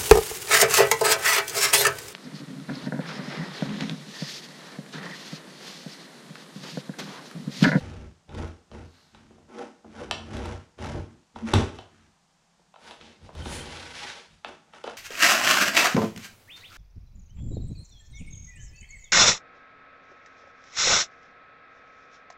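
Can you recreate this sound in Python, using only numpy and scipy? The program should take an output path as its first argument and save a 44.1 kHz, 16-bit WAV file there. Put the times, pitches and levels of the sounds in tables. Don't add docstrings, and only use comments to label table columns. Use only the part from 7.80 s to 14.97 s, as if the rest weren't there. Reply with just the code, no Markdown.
import sys
import numpy as np
from scipy import signal
from scipy.fft import rfft, irfft
from scipy.io import wavfile
from scipy.ndimage import uniform_filter1d

SR = 44100
rng = np.random.default_rng(int(sys.argv[2]) if len(sys.argv) > 2 else 0)


def store_wav(level_fs):
    pcm = np.round(np.clip(np.atleast_2d(level_fs), -1, 1) * 32767)
    wavfile.write(sys.argv[1], SR, pcm.T.astype(np.int16))


N = 316179
TIME = np.arange(N) / SR

# pitch_hz, level_db
TUB_MODES = [(42, -10), (66, -3), (87, 0), (103, -3), (146, -7.5), (221, -1), (254, -4.5), (283, -7.5),
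             (322, -8.5), (350, -10), (380, -9.5), (436, -11), (482, -8.5), (575, -12.5), (610, -13.5),
             (645, -16), (727, -18), (788, -15), (842, -15), (894, -16.5), (975, -19.5), (1060, -22),
             (1155, -25.5), (1272, -21.5), (1350, -25.5), (1452, -19.5), (1545, -44)]
FLEX_TOP_HZ, WALL_PIVOT_HZ = 180, 420


def from_db(db):
    return np.exp(np.asarray(db) * (np.log(10) / 20))


def rms_one(x):
    return x / np.sqrt(np.mean(x ** 2) + 1e-20)


def peak_one(x):
    return x / np.abs(x).max()


def at_hz(points, hz, column=1):
    points = np.array(points)
    return np.interp(np.log(np.maximum(hz, 1)), np.log(points[:, 0]), points[:, column])


def cut(x, hz, kind, order=2):
    return signal.sosfilt(signal.butter(order, np.clip(hz, 10, .45 * SR), kind, fs=SR, output="sos"), x)


def colour(x, spectrum, size=4096):
    cepstrum = irfft(np.log(from_db(at_hz(spectrum, np.fft.rfftfreq(size, 1 / SR)))))
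    cepstrum[1:size // 2] *= 2
    cepstrum[size // 2 + 1:] = 0
    return signal.fftconvolve(x, irfft(np.exp(rfft(cepstrum))))[:len(x)]


def resonate(x, hz, width_hz):
    r = np.exp(-np.pi * width_hz / SR)
    feedback = [1, -2 * r * np.cos(2 * np.pi * hz / SR), r * r]
    return signal.lfilter(np.array([1, 0, -1]) * (1 - r * r) / 2, feedback, x + 1e-18)


def mode_width(hz, base_hz=7.0, loss=.012):
    return base_hz + loss * hz


def drift(per_s):
    knots = rng.standard_normal(int(N / SR * per_s) + 2)
    return rms_one(np.interp(TIME * per_s, np.arange(len(knots)), knots))


def slips(per_s, spread_db, smooth):
    sizes = from_db(spread_db * np.minimum(rng.exponential(1, N), 4)) * rng.choice([-1, 1], N)
    releases = rms_one(sizes * (rng.random(N) < per_s / SR))
    return rms_one(releases + smooth * rng.standard_normal(N))


def even(x, size=2205):
    return x / np.sqrt(np.abs(uniform_filter1d(x * x, size)) + 1e-12)


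def gestures(rows, levels_db, sag_db_per_s, release_db_per_s, linger_s=0):
    touch_s, touch_db, swell_db = .015, 15.5, 15.5
    curves = []
    for (start, attack, hold, *_), db in zip(rows, levels_db):
        top = start + attack
        end = top + hold + linger_s
        bite_db, eased_db = db - swell_db, db - sag_db_per_s * hold
        path_db = [bite_db - touch_db, bite_db, db, eased_db, eased_db - release_db_per_s]
        curves.append(np.interp(TIME, [start - touch_s, start, top, end, end + 1], path_db, left=-np.inf))
    return np.array(curves)


def leading(curves, values):
    return uniform_filter1d(values[curves.argmax(axis=0)], size=900)


def tub(force, wall_db, tilt, flex_db, damping):
    flex, wall = 0, 0
    for k, (hz, db) in enumerate(TUB_MODES):
        mode = (-1) ** k * from_db(db) * resonate(force, hz, mode_width(hz) * damping)
        if hz < FLEX_TOP_HZ:
            flex += mode
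        else:
            wall += mode * from_db(np.clip(tilt, -10, 10) * np.log2(hz / WALL_PIVOT_HZ))
    return from_db(flex_db) * even(flex, size=1500) + from_db(wall_db) * even(wall, size=900)


def blade(flex_gain_db=0.55, rasp_gain_db=3.0, bite_tilt=1.7, catch_db=2.5, snag_db=-8):
    # start_s, attack_s, hold_s, wall_db, tilt_db_per_octave, flex_db, rasp_db
    strokes = [(-0.03, .04, 0.24, -44, -3, -39.5, -52.5), (0.492, 0.095, 0.057, -36, 0, -33.5, -50),
               (0.908, 0.029, 0.093, -45.5, -1, -44, -58), (1.078, 0.066, 0.2, -67, 1, -74, -67.5),
               (1.32, 0.021, .3, -57, -7.5, -59, -64.5), (1.69, 0.11, 0.029, -37, 1.5, -65.5, -50.5),
               (2.04, 0.017, 0.13, -48.5, -8, -58.5, -68), (2.11, 0.1, 0.012, -38, 2, -48, -49),
               (2.25, 0.032, 0.23, -44, -3, -45.5, -60), (2.453, 0.1, .08, -35, -1, -35, -47),
               (2.605, 0.047, 0.078, -37.5, 0, -36, -47.5), (2.985, 0.033, 0.098, -36, 0.5, -36, -44.5),
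               (3.125, 0.022, 0.037, -34.5, -3.5, -33.5, -51.5),
               (3.226, 0.037, 0.057, -51.5, -8.5, -56.5, -69), (3.548, 0.018, 0.093, -43, -3.5, -49.5, -56),
               (3.65, 0.026, 0.071, -36, 2, -43, -43.5), (3.733, 0.0058, .045, -21.5, -4, -24.5, -34.5),
               (3.9, .05, 0.037, -52, -4, -49, -56), (4.057, 0.086, .13, -63, -9, -64, -66.5),
               (6.643, .04, 0.0079, -44.5, 1, -62, -52.5), (6.83, 0.053, 0.023, -64.5, 3, -76, -72),
               (6.923, 0.027, 0.016, -50, 9.5, -73, -54), (7.036, 0.034, .02, -40.5, 7, -63.5, -48)]
    # frequency_hz, level_db
    rasp_eq = [(700, -19.5), (1200, 5.5), (1700, 3), (2500, -0.5), (3150, -2.5), (4300, -9), (5700, -7),
               (7500, -14.5), (8600, -20), (10000, -16.5), (11500, -36.5), (15000, -37)]
    wall_db, tilt, flex_db, rasp_db = np.transpose(strokes)[3:]
    wall = gestures(strokes, wall_db, sag_db_per_s=16.5, release_db_per_s=192)
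    flex = gestures(strokes, flex_db + flex_gain_db, sag_db_per_s=13, release_db_per_s=229.5,
                    linger_s=0.027)
    tip = gestures(strokes, rasp_db + rasp_gain_db, sag_db_per_s=40.5, release_db_per_s=159.5)
    force = slips(per_s=1200, spread_db=2.5, smooth=0.63) * from_db(catch_db * drift(110))
    chips = slips(per_s=70, spread_db=2.5, smooth=0)
    snags = from_db(snag_db) * rms_one(colour(chips, rasp_eq))
    rasp = from_db(tip.max(axis=0)) * (even(colour(force, rasp_eq), size=1500) + snags)
    body = tub(force, wall.max(axis=0), leading(wall, tilt) + bite_tilt, flex.max(axis=0), damping=1.0)
    return rasp + body


def chatter(blow, db, per_s=900, rise_s=0.0097, t60_s=0.25):
    t = np.arange(len(blow)) / SR
    envelope = (1 - np.exp(-t / rise_s)) * from_db(-60 * t / t60_s)
    touches = rng.standard_normal(len(t)) * (rng.random(len(t)) < per_s / SR) * envelope
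    touches /= np.sqrt(np.sum(touches ** 2) + 1e-20)
    return blow + from_db(db) * signal.fftconvolve(blow, touches)[:len(t)]


def knocks(crack_gain_db=1.1, hand_damping=3.8, thud_tilt=2.1, contact_hz=1400, echo_s=.0023, echo=0.37):
    # start_s, thud_db, thud_low_cut_hz, crack_db, crack_high_cut_hz
    hits = [(0.05, -40, 300, -46, 11000), (0.493, -44, 300, -43, 5000), (0.549, -35, 150, -36.5, 6000),
            (0.9155, -38, 152, -41, 5000), (0.949, -36, 150, -52, 4000), (1.3477, -42.5, 720, -42, 5000),
            (1.508, -45.5, 120, -60, 3000), (1.582, -47.5, 150, -66, 2000), (2.045, -38.5, 249, -59, 1510),
            (2.3114, -20, 725, -11, 6040), (2.569, -36, 400, -29, 9000), (2.6573, -28.5, 300, -29.5, 12000),
            (2.988, -36, 300, -43, 3000), (3.06, -37.5, 300, -31.5, 13200), (3.5595, -29, 750, -38, 3000),
            (3.7352, -9, 300, -22, 6000), (3.738, -11, 310, -8.5, 8950), (3.9875, -34.5, 505, -32.5, 4540),
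            (4.795, -54, 400, -70, 1500), (4.941, -43, 760, -46, 2200), (4.96, -40.5, 720, -43, 2200),
            (5.11, -35.5, 614, -32.5, 4500), (5.212, -49, 700, -36, 3970), (5.4915, -34, 400, -58, 1800),
            (5.552, -38.5, 303, -37, 14000), (5.657, -26.5, 100, -29.5, 3000),
            (6.647, -24.5, 653, -22.5, 2200), (6.9362, -37.5, 563, -40, 2400),
            (7.0405, -25, 410, -29.5, 6540), (7.0765, -22.5, 426, -26.5, 1800)]
    # pitch_hz, width_hz, level_db
    rim_modes = [(1950, 590, -4), (2990, 1000, 4.5), (3550, 670, -2.5), (5400, 610, -12), (7420, 590, -8),
                 (10200, 1500, -17.5)]
    size = 16384
    out, click = np.zeros(N + size), signal.unit_impulse(size)
    push = cut(click, contact_hz, "low", order=3)
    walls = np.array([from_db(db + thud_tilt * np.log2(hz / WALL_PIVOT_HZ))
                      * resonate(push, hz, mode_width(hz) * hand_damping) for hz, db in TUB_MODES])
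    rim = np.array([from_db(db) * resonate(click, hz, width_hz) for hz, width_hz, db in rim_modes])
    rim = cut(rim, 12500, "low", order=4)
    for start_s, thud_db, low_cut_hz, crack_db, high_cut_hz in hits:
        weights = rng.choice([-1, 1], len(walls)) * rng.uniform(0.97, 0.99, len(walls))
        thud = peak_one(cut(weights @ walls, low_cut_hz, "high", order=4))
        crack = peak_one(cut(rng.uniform(0.87, 1.1, len(rim)) @ rim, high_cut_hz, "low"))
        crack = chatter(crack, db=-4, per_s=6000, rise_s=.0004, t60_s=.014)
        crack += echo * np.roll(crack, int(echo_s * SR))
        thud = chatter(thud, db=-7)
        at = int(start_s * SR)
        out[at:at + size] += from_db(thud_db) * thud + from_db(crack_db + crack_gain_db) * crack
    return out[:N]


def squeal(peak_s=1.196, swell_s=0.15, hz=4100, width_hz=1000, db=-66):
    swell = np.exp(-((TIME - peak_s) / swell_s) ** 2)
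    return from_db(db) * swell * rms_one(resonate(rng.standard_normal(N), hz, width_hz))


def groans(waver=.012):
    # peak_s, pitch_hz, rms_db, swell_s
    tones = [(1.81, 483, -39.5, 0.025), (1.81, 808, -45, 0.03), (2.224, 488.2, -35.5, 0.012),
             (3.6, 234, -45.5, 0.027), (3.651, 226, -28.5, 0.02), (5.623, 3170, -42.5, 0.0029),
             (5.812, 3080, -41.5, 0.0058), (6.235, 831, -46, 0.022), (6.25, 1900, -45, .009)]
    out = 0
    for peak_s, hz, db, swell_s in tones:
        phase = 2 * np.pi * np.cumsum(hz * (1 + waver * drift(60))) / SR
        swell = np.exp(-((TIME - peak_s) / swell_s) ** 2)
        out += from_db(db) * swell * np.sqrt(2) * np.sin(phase)
    return out


def boom(start_s=3.741, low_hz=86.8, high_hz=104.3, t60_s=.3, db=-13.0, upper_share=.8):
    t = np.maximum(TIME - start_s, 0)
    beating = np.sin(2 * np.pi * low_hz * t) - upper_share * np.sin(2 * np.pi * high_hz * t)
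    return from_db(db - 60 * t / t60_s) * beating


def drag(wall_gain_db=0.2, flex_gain_db=-2.0, grit_gain_db=3.0, sand_gain_db=0.5,
         floor_tilt=3.4, catch_db=2.0):
    # start_s, attack_s, hold_s, wall_db, tilt_db_per_octave, flex_db, grit_db, sand_db
    shoves = [(4.988, 0.085, 0.038, -48.5, 3.5, -64, -52.5, -63),
              (5.17, 0.047, 0.096, -52.5, -2, -58, -57, -76),
              (5.397, 0.047, 0.012, -52.5, -1, -44, -60.5, -73),
              (5.532, 0.059, 0.029, -44.5, 1, -32, -51, -61), (5.623, 0.05, 0.3, -40, 0.5, -35, -45.5, -55),
              (5.628, .11, 0.027, -46, 0, -42, -44, -41.5), (5.874, 0.034, 0.28, -44, 3.5, -45.5, -45, -57),
              (6.088, 0.079, 0.047, -47.5, 5, -53, -42.5, -55),
              (6.168, 0.067, 0.068, -42.5, 7, -54.5, -41, -57),
              (6.302, 0.037, 0.045, -49, 3.5, -68, -48.5, -63),
              (6.47, 0.046, 0.034, -71, -7, -56, -66, -76)]
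    # frequency_hz, level_db
    grit_eq = [(500, -16), (850, -1.5), (1900, 6), (3400, 4.5), (4300, 2), (5800, -1.5), (7700, -11),
               (9000, -17.5), (12000, -41)]
    # frequency_hz, level_db
    sand_eq = [(4000, -4), (7000, 1), (8500, -2), (10000, 3.5), (11500, -16.5), (14500, -18), (16000, -32)]
    wall_db, tilt, flex_db, grit_db, sand_db = np.transpose(shoves)[3:]
    wall, coarse, fine = (gestures(shoves, db, sag_db_per_s=18, release_db_per_s=150)
                          for db in (wall_db + wall_gain_db, grit_db, sand_db))
    flex = gestures(shoves, flex_db + flex_gain_db, sag_db_per_s=40, release_db_per_s=260)
    force = slips(per_s=2500, spread_db=2.5, smooth=0.85) * from_db(catch_db * drift(70))
    grit = from_db(coarse.max(axis=0) + grit_gain_db) * even(colour(force, grit_eq))
    grains = slips(per_s=3600, spread_db=0.0, smooth=0.82)
    sand = from_db(fine.max(axis=0) + sand_gain_db) * even(colour(grains, sand_eq))
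    body = tub(force, wall.max(axis=0), leading(wall, tilt) + floor_tilt, flex.max(axis=0), damping=2.6)
    return grit + sand + body


def garage(x, predelay_s=0.0043, size=32768):
    # frequency_hz, t60_s, level_db
    reverb = [(99, 0.29, -11), (296, 0.42, -4.5), (800, 0.48, -9.5), (3000, 0.36, -4), (6990, 0.38, -5),
              (14030, .28, -20.5)]
    t, tail = np.arange(size) / SR, 0
    edges_hz = np.geomspace(60, 16000, 12)
    for low, high in zip(edges_hz, edges_hz[1:]):
        hz = np.sqrt(low * high)
        decay = from_db(-60 * t / at_hz(reverb, hz)) * (t > predelay_s)
        band = cut(rng.standard_normal(size), [low, high], "band") * decay
        band *= np.sqrt(2 * (high - low) / SR / np.sum(band ** 2))
        tail += from_db(at_hz(reverb, hz, column=2)) * band
    return signal.fftconvolve(x, tail)[:N]


def scene(air_db=-66, scrape_db=-1.0, friction_send_db=-2.5, knock_send_db=2.5):
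    # frequency_hz, level_db
    air_eq = [(15, -44.5), (25, -15), (113, -22.5), (164, -3), (274, -23), (495, -23.5), (782, -15.5),
              (1020, -19.5), (2170, -26), (2550, -26.5), (6550, -26.5), (8570, -32), (15500, -59)]
    air = from_db(air_db) * rms_one(colour(rng.standard_normal(N), air_eq))
    friction = from_db(scrape_db) * (blade() + drag()) + groans() + squeal()
    blows = knocks()
    room = garage(from_db(friction_send_db) * friction + from_db(knock_send_db) * blows)
    return (friction + blows + boom() + room + air)[None]


def record(dry, high_cut_hz=15400):
    return signal.sosfilt(signal.ellip(10, .1, 80, high_cut_hz, fs=SR, output="sos"), dry)


dry = scene()
out = record(dry)
store_wav(out)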